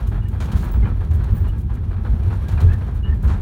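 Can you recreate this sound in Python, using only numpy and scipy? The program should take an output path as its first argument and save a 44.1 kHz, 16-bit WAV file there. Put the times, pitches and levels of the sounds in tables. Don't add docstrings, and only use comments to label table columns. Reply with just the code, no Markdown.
import sys
import numpy as np
from scipy import signal
from scipy.fft import rfft, irfft, next_fast_len
from scipy.io import wavfile
from scipy.ndimage import uniform_filter1d

SR = 44100
rng = np.random.default_rng(int(sys.argv[2]) if len(sys.argv) > 2 else 0)


def dump(signal):
    limited = np.clip(np.atleast_2d(signal).T, -1, 1)
    pcm = np.round(limited * 32767).astype(np.int16)
    wavfile.write(sys.argv[1], SR, pcm)


N = 150381

# frequency in Hz, relative density in dB per Hz.
BODY_SPECTRUM = [(30, -5.5), (42, 8), (62, 2), (85, 4.5), (115, -2), (160, -11), (250, -22), (400, -26),
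                 (550, -50.5)]
# centre in Hz, width in Hz of the narrower of two passes, level in dB.
CAB_RESONANCES = [(42.6, 22, -33), (61.2, 17, -33), (87.5, 22.6, -33), (207.6, 21, -41)]
BODY_DB, BODY_EVENNESS = -20.5, 0.45
RUMBLE_LOW_CUT_HZ = 32

# start in seconds, length in seconds, pitch in Hz, boom level in dB.
BUMPS = [(0.074, 0.027, 52, -21), (0.524, 0.032, 68, -16), (0.752, 0.11, 54, -14.5), (1.096, 0.11, 88, -19),
         (1.296, 0.021, 100, -13), (1.393, 0.038, 73.94, -16), (2.083, 0.1, 58, -18.5),
         (2.241, 0.038, 62, -17.5), (2.519, 0.065, 70, -18), (2.609, 0.075, 84.72, -8.5),
         (3.073, 0.039, 66, -16), (3.225, 0.081, 56, -14.5)]
BUMP_ATTACK_S, BUMP_DECAY_S = 0.01, 0.029
BUMP_WANDER_HZ, BUMP_SWELL = 14.23, 3.2

# frequency in Hz, relative density in dB per Hz.
ROLLING_SPECTRUM = [(200, -4), (380, 4), (550, -1), (850, 0), (1650, -7), (2200, -14), (4300, -20),
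                    (4900, -29), (5600, -25), (6700, -31), (7800, -32), (9400, -27), (11000, -30),
                    (15900, -32)]
# time in seconds, level in dB.
ROLLING_LEVEL = [(0, -44), (0.299, -51.5), (.55, -41), (.92, -46.5), (1.35, -44.5), (1.63, -52.5),
                 (1.87, -49.5), (2.2, -45.5), (2.65, -41), (3.0, -49.5), (3.2, -48.5), (3.41, -44)]
ROLLING_FLUTTER_DB = 1.8
TICKS_PER_S, TICK_DECAY_S, TICK_SPREAD_DB, TICK_DB = 70, 0.0026, 3.5, -22.5

# start in seconds, length in seconds, drive level in dB,
# extra drive of the sizzle in dB.
RATTLES = [(0.069, 0.0024, -49.5, 9), (0.281, 0.0057, -54, 9.5), (0.4, 0.03, -45, -9),
           (0.417, 0.045, -49.5, -3), (0.515, 0.013, -44.5, -4), (0.556, 0.061, -50, 1.5),
           (0.622, 0.0058, -46, -1.5), (0.635, 0.022, -63, 18), (0.714, 0.0073, -64.5, 21),
           (1.107, 0.003, -50.5, -2), (1.132, 0.025, -59, 10.5), (1.353, 0.032, -65, 16.5),
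           (1.476, 0.011, -65, 16.5), (1.579, 0.04, -61, 8.5), (1.731, 0.029, -59.5, 4.5),
           (2.308, 0.072, -60.5, -4), (2.481, 0.0087, -44, -3), (2.507, 0.017, -52, -1.5),
           (2.601, 0.017, -46, -2), (2.73, 0.0066, -50.5, 1.5), (2.942, 0.028, -71.5, 17.5),
           (3.142, 0.0053, -57.5, 5), (3.224, 0.039, -58.5, 8.5), (3.273, 0.07, -51.5, -12)]
RATTLE_ATTACK_S, RATTLE_DECAY_S, RATTLE_PER_S, RATTLE_SPREAD_DB = 0.0042, 0.0069, 5100, -4
RATTLE_TAIL_S, RATTLE_TAIL_DB = 0.065, -9.5
RATTLE_FLUTTER_DB, SIZZLE_FROM_HZ = 1.8, 9100
# frequency in Hz, relative density in dB per Hz.
FITTING_SPECTRUM = [(600, -12), (1800, 3), (3300, 6), (4300, 3), (5000, -1), (6700, 1), (8000, -3),
                    (9400, -2), (10700, -6), (12500, -5), (15900, -4)]

# start in seconds, length in seconds, drive level in dB.
CLATTERS = [(.116, 0.058, -39.5), (.328, 0.029, -42.5), (.402, 0.035, -36), (.483, 0.084, -41),
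            (.625, 0.046, -37), (.737, 0.0072, -39), (.828, 0.08, -42), (1.005, 0.012, -40.5),
            (1.11, 0.084, -47), (1.19, 0.11, -44.5), (1.441, 0.017, -40.5), (1.52, 0.031, -47),
            (1.695, 0.016, -42.5), (1.765, 0.011, -44.5), (1.909, 0.026, -42), (1.965, 0.018, -43.5),
            (2.047, 0.0068, -36), (2.225, 0.018, -46), (2.302, 0.024, -38), (2.49, 0.04, -41),
            (2.574, 0.042, -36.5), (2.685, 0.053, -43), (2.807, 0.015, -40.5), (2.87, 0.022, -42.5),
            (2.96, 0.025, -49), (3.044, 0.093, -45.5), (3.232, 0.12, -40.5), (3.284, 0.035, -36),
            (3.37, 0.055, -50)]
CLATTER_ATTACK_S, CLATTER_DECAY_S, CLATTER_PER_S, CLATTER_SPREAD_DB = 0.0016, 0.032, 1300, 0
# frequency in Hz, relative density in dB per Hz.
PANEL_SPECTRUM = [(150, -20), (350, 2), (550, -4), (850, 0), (1200, -4), (1650, -6), (2200, -15),
                  (3200, -22), (4300, -24), (4900, -34), (6700, -38), (16000, -44)]
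# frequency in Hz, width in Hz, peak gain in dB beside the direct shaking.
PANEL_MODES = [(494, 10, 0), (987, 6.3, -5.5), (1312, 13, -1), (1626, 16, 0), (2385, 38, 0.5),
               (3266, 17, 4.5)]

# start in seconds, ring frequency in Hz, level in dB.
KNOCKS = [(0.13, 1080, -44), (0.856, 1140, -36), (0.872, 940, -35), (1.208, 1000, -39.5), (1.37, 1126, -42),
          (2.063, 994, -39.5), (2.328, 938, -34), (2.525, 940, -36), (2.578, 1623, -39)]
KNOCK_DECAY_S, KNOCK_CRACK_S = 0.0094, 0.005
KNOCK_OVERTONE, KNOCK_OVERTONE_DB = 1.5, -1.5

# start in seconds, length in seconds, pitch in Hz, level in dB.
TONES = [(0.212, .062, 2870, -55.5), (0.246, 0.02, 1790, -54), (.25, .018, 2400, -59),
         (.55, 0.12, 15400, -59), (0.708, .03, 15700, -48), (0.822, 0.018, 2100, -47),
         (.842, .02, 3030, -50.5), (.845, .018, 2450, -51), (1.316, 0.099, 15140, -53.5),
         (1.47, 0.028, 2900, -55.5), (2.455, 0.014, 1630, -44), (2.538, .013, 2760, -50),
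         (2.67, 0.035, 1640, -44.5), (2.688, .014, 2570, -52), (2.71, .04, 1780, -46),
         (3.026, .055, 2875, -47), (3.041, 0.092, 1785, -48)]
TONE_ATTACK_S, TONE_DECAY_S = 0.01, 0.017
TONE_WOBBLE_HZ, TONE_ROUGH_DB = 42, 3.8

# start in seconds, length in seconds, centre in Hz, level in dB.
JUDDERS = [(0.49, 0.17, 166, -33.5), (0.821, 0.07, 204, -29), (1.312, 0.028, 186, -29.5),
           (2.597, 0.06, 384, -38), (3.256, 0.031, 193, -36)]
JUDDER_WIDTH_HZ = 90

CUTOFF_HZ = 15900


def from_db(db):
    return 10 ** (np.asarray(db) / 20)


def rms_one(x):
    return x / np.sqrt(np.mean(x ** 2) + 1e-20)


def seconds():
    return np.arange(N) / SR


def coloured(x, points):
    hz, db = np.transpose(points)
    size = next_fast_len(N + SR // 2)
    f = np.maximum(np.fft.rfftfreq(size, 1 / SR), 1)
    skirts = (np.minimum(f / hz[0], 1) * np.minimum(hz[-1] / f, 1)) ** 2
    colour = from_db(np.interp(np.log(f), np.log(hz), db))
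    return rms_one(irfft(rfft(x, size) * skirts * colour, size)[:N])


def drift(rate):
    r = np.exp(-2 * np.pi * rate / SR)
    noise = rng.standard_normal(N + SR)
    return rms_one(signal.lfilter([1], [1, -2 * r, r * r], noise)[SR:])


def resonate(x, hz, width):
    r = np.exp(-np.pi * width / SR)
    zeros = np.array([1, 0, -1]) * (1 - r * r) / 2
    poles = [1, -2 * r * np.cos(2 * np.pi * hz / SR), r * r]
    return signal.lfilter(zeros, poles, x)


def envelope(start, length, attack, decay):
    t = seconds() - start
    return np.clip(t / attack, 0, 1) * np.exp(-np.clip((t - length) / decay, 0, 20))


def bouts(rows, attack, decay):
    powers = [(from_db(db) * envelope(s, length, attack, decay)) ** 2 for s, length, db in rows]
    return np.sqrt(sum(powers))


def contacts(per_s, spread_db):
    strengths = from_db(spread_db * np.minimum(rng.exponential(1, N), 4))
    signed = strengths * rng.choice([-1, 1], N)
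    return rms_one(signed * (rng.random(N) < per_s / SR))


def panel_ring(x):
    return x + sum(from_db(db) * resonate(x, hz, width) for hz, width, db in PANEL_MODES)


def rumble():
    body = from_db(BODY_DB) * coloured(rng.standard_normal(N), BODY_SPECTRUM)
    for hz, width, db in CAB_RESONANCES:
        narrow = resonate(rng.standard_normal(N + SR), hz, width)
        body = body + from_db(db) * rms_one(resonate(narrow, hz, 4 * width)[SR:])
    power = uniform_filter1d(uniform_filter1d(rms_one(body) ** 2, size=2200), size=2200)
    body = body / np.sqrt(power) ** np.clip(BODY_EVENNESS, 0, 1)
    out, wander = body, BUMP_WANDER_HZ * drift(25.67)
    for s, length, hz, db in BUMPS:
        boom = np.sqrt(2) * np.sin(2 * np.pi * np.cumsum(hz + wander) / SR)
        strength = from_db(db) * envelope(s, length, BUMP_ATTACK_S, BUMP_DECAY_S)
        out = out + strength * (boom + BUMP_SWELL * body)
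    low_cut = signal.butter(6, RUMBLE_LOW_CUT_HZ, "high", fs=SR, output="sos")
    return signal.sosfilt(low_cut, out)


def rolling():
    level_db = np.interp(seconds(), *np.transpose(ROLLING_LEVEL)) + ROLLING_FLUTTER_DB * drift(23)
    rush = coloured(panel_ring(rng.standard_normal(N)), ROLLING_SPECTRUM)
    strikes = np.abs(contacts(TICKS_PER_S, TICK_SPREAD_DB))
    decays = signal.lfilter([1], [1, -np.exp(-1 / (TICK_DECAY_S * SR))], strikes)
    ticks = coloured(decays * rng.standard_normal(N), FITTING_SPECTRUM)
    return from_db(level_db) * (rush + from_db(TICK_DB) * ticks)


def rattle():
    buzz = [(s, length, db) for s, length, db, extra in RATTLES]
    sizzle = [(s, length, db + extra) for s, length, db, extra in RATTLES]
    out = 0
    for rows, side in ((buzz, "low"), (sizzle, "high")):
        touches = coloured(contacts(RATTLE_PER_S, RATTLE_SPREAD_DB), FITTING_SPECTRUM)
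        touches = bouts(rows, RATTLE_ATTACK_S, RATTLE_DECAY_S) * touches
        tail = coloured(rng.standard_normal(N), FITTING_SPECTRUM)
        tail = bouts(rows, RATTLE_ATTACK_S, RATTLE_TAIL_S) * tail
        band = signal.butter(3, SIZZLE_FROM_HZ, side, fs=SR, output="sos")
        out = out + signal.sosfilt(band, touches + from_db(RATTLE_TAIL_DB) * tail)
    return out * from_db(RATTLE_FLUTTER_DB * drift(60))


def clatter():
    effort = bouts(CLATTERS, CLATTER_ATTACK_S, CLATTER_DECAY_S)
    touches = effort * contacts(CLATTER_PER_S, CLATTER_SPREAD_DB)
    return np.sqrt(np.mean(effort ** 2)) * coloured(panel_ring(touches), PANEL_SPECTRUM)


def knocks():
    out, crack = np.zeros(N), coloured(rng.standard_normal(N), PANEL_SPECTRUM)
    for s, hz, db in KNOCKS:
        phase = 2 * np.pi * hz * (seconds() - s)
        ring = np.sin(phase) + from_db(KNOCK_OVERTONE_DB) * np.sin(KNOCK_OVERTONE * phase)
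        ring = ring * envelope(s, CLATTER_ATTACK_S, CLATTER_ATTACK_S, KNOCK_DECAY_S)
        out += from_db(db) * (ring + crack * envelope(s, 0, CLATTER_ATTACK_S, KNOCK_CRACK_S))
    return out


def short_tones():
    out = np.zeros(N)
    for s, length, hz, db in TONES:
        pitch = hz + TONE_WOBBLE_HZ * drift(133)
        tone = np.sin(2 * np.pi * np.cumsum(pitch) / SR)
        rough = rms_one(tone * from_db(TONE_ROUGH_DB * drift(55)))
        out += from_db(db) * envelope(s, length, TONE_ATTACK_S, TONE_DECAY_S) * rough
    return out


def judder():
    out = np.zeros(N)
    for s, length, hz, db in JUDDERS:
        wall = resonate(rng.standard_normal(N), hz, JUDDER_WIDTH_HZ)
        wall = resonate(wall, hz, JUDDER_WIDTH_HZ)
        out += from_db(db) * envelope(s, length, BUMP_ATTACK_S, BUMP_DECAY_S) * rms_one(wall)
    return out


def scene():
    return (rumble() + rolling() + rattle() + clatter() + knocks() + short_tones() + judder())[None]


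def record(dry):
    top_cut = signal.ellip(12, 0.1, 80, CUTOFF_HZ, fs=SR, output="sos")
    return signal.sosfilt(top_cut, dry)


dry = scene()
out = record(dry)
dump(out)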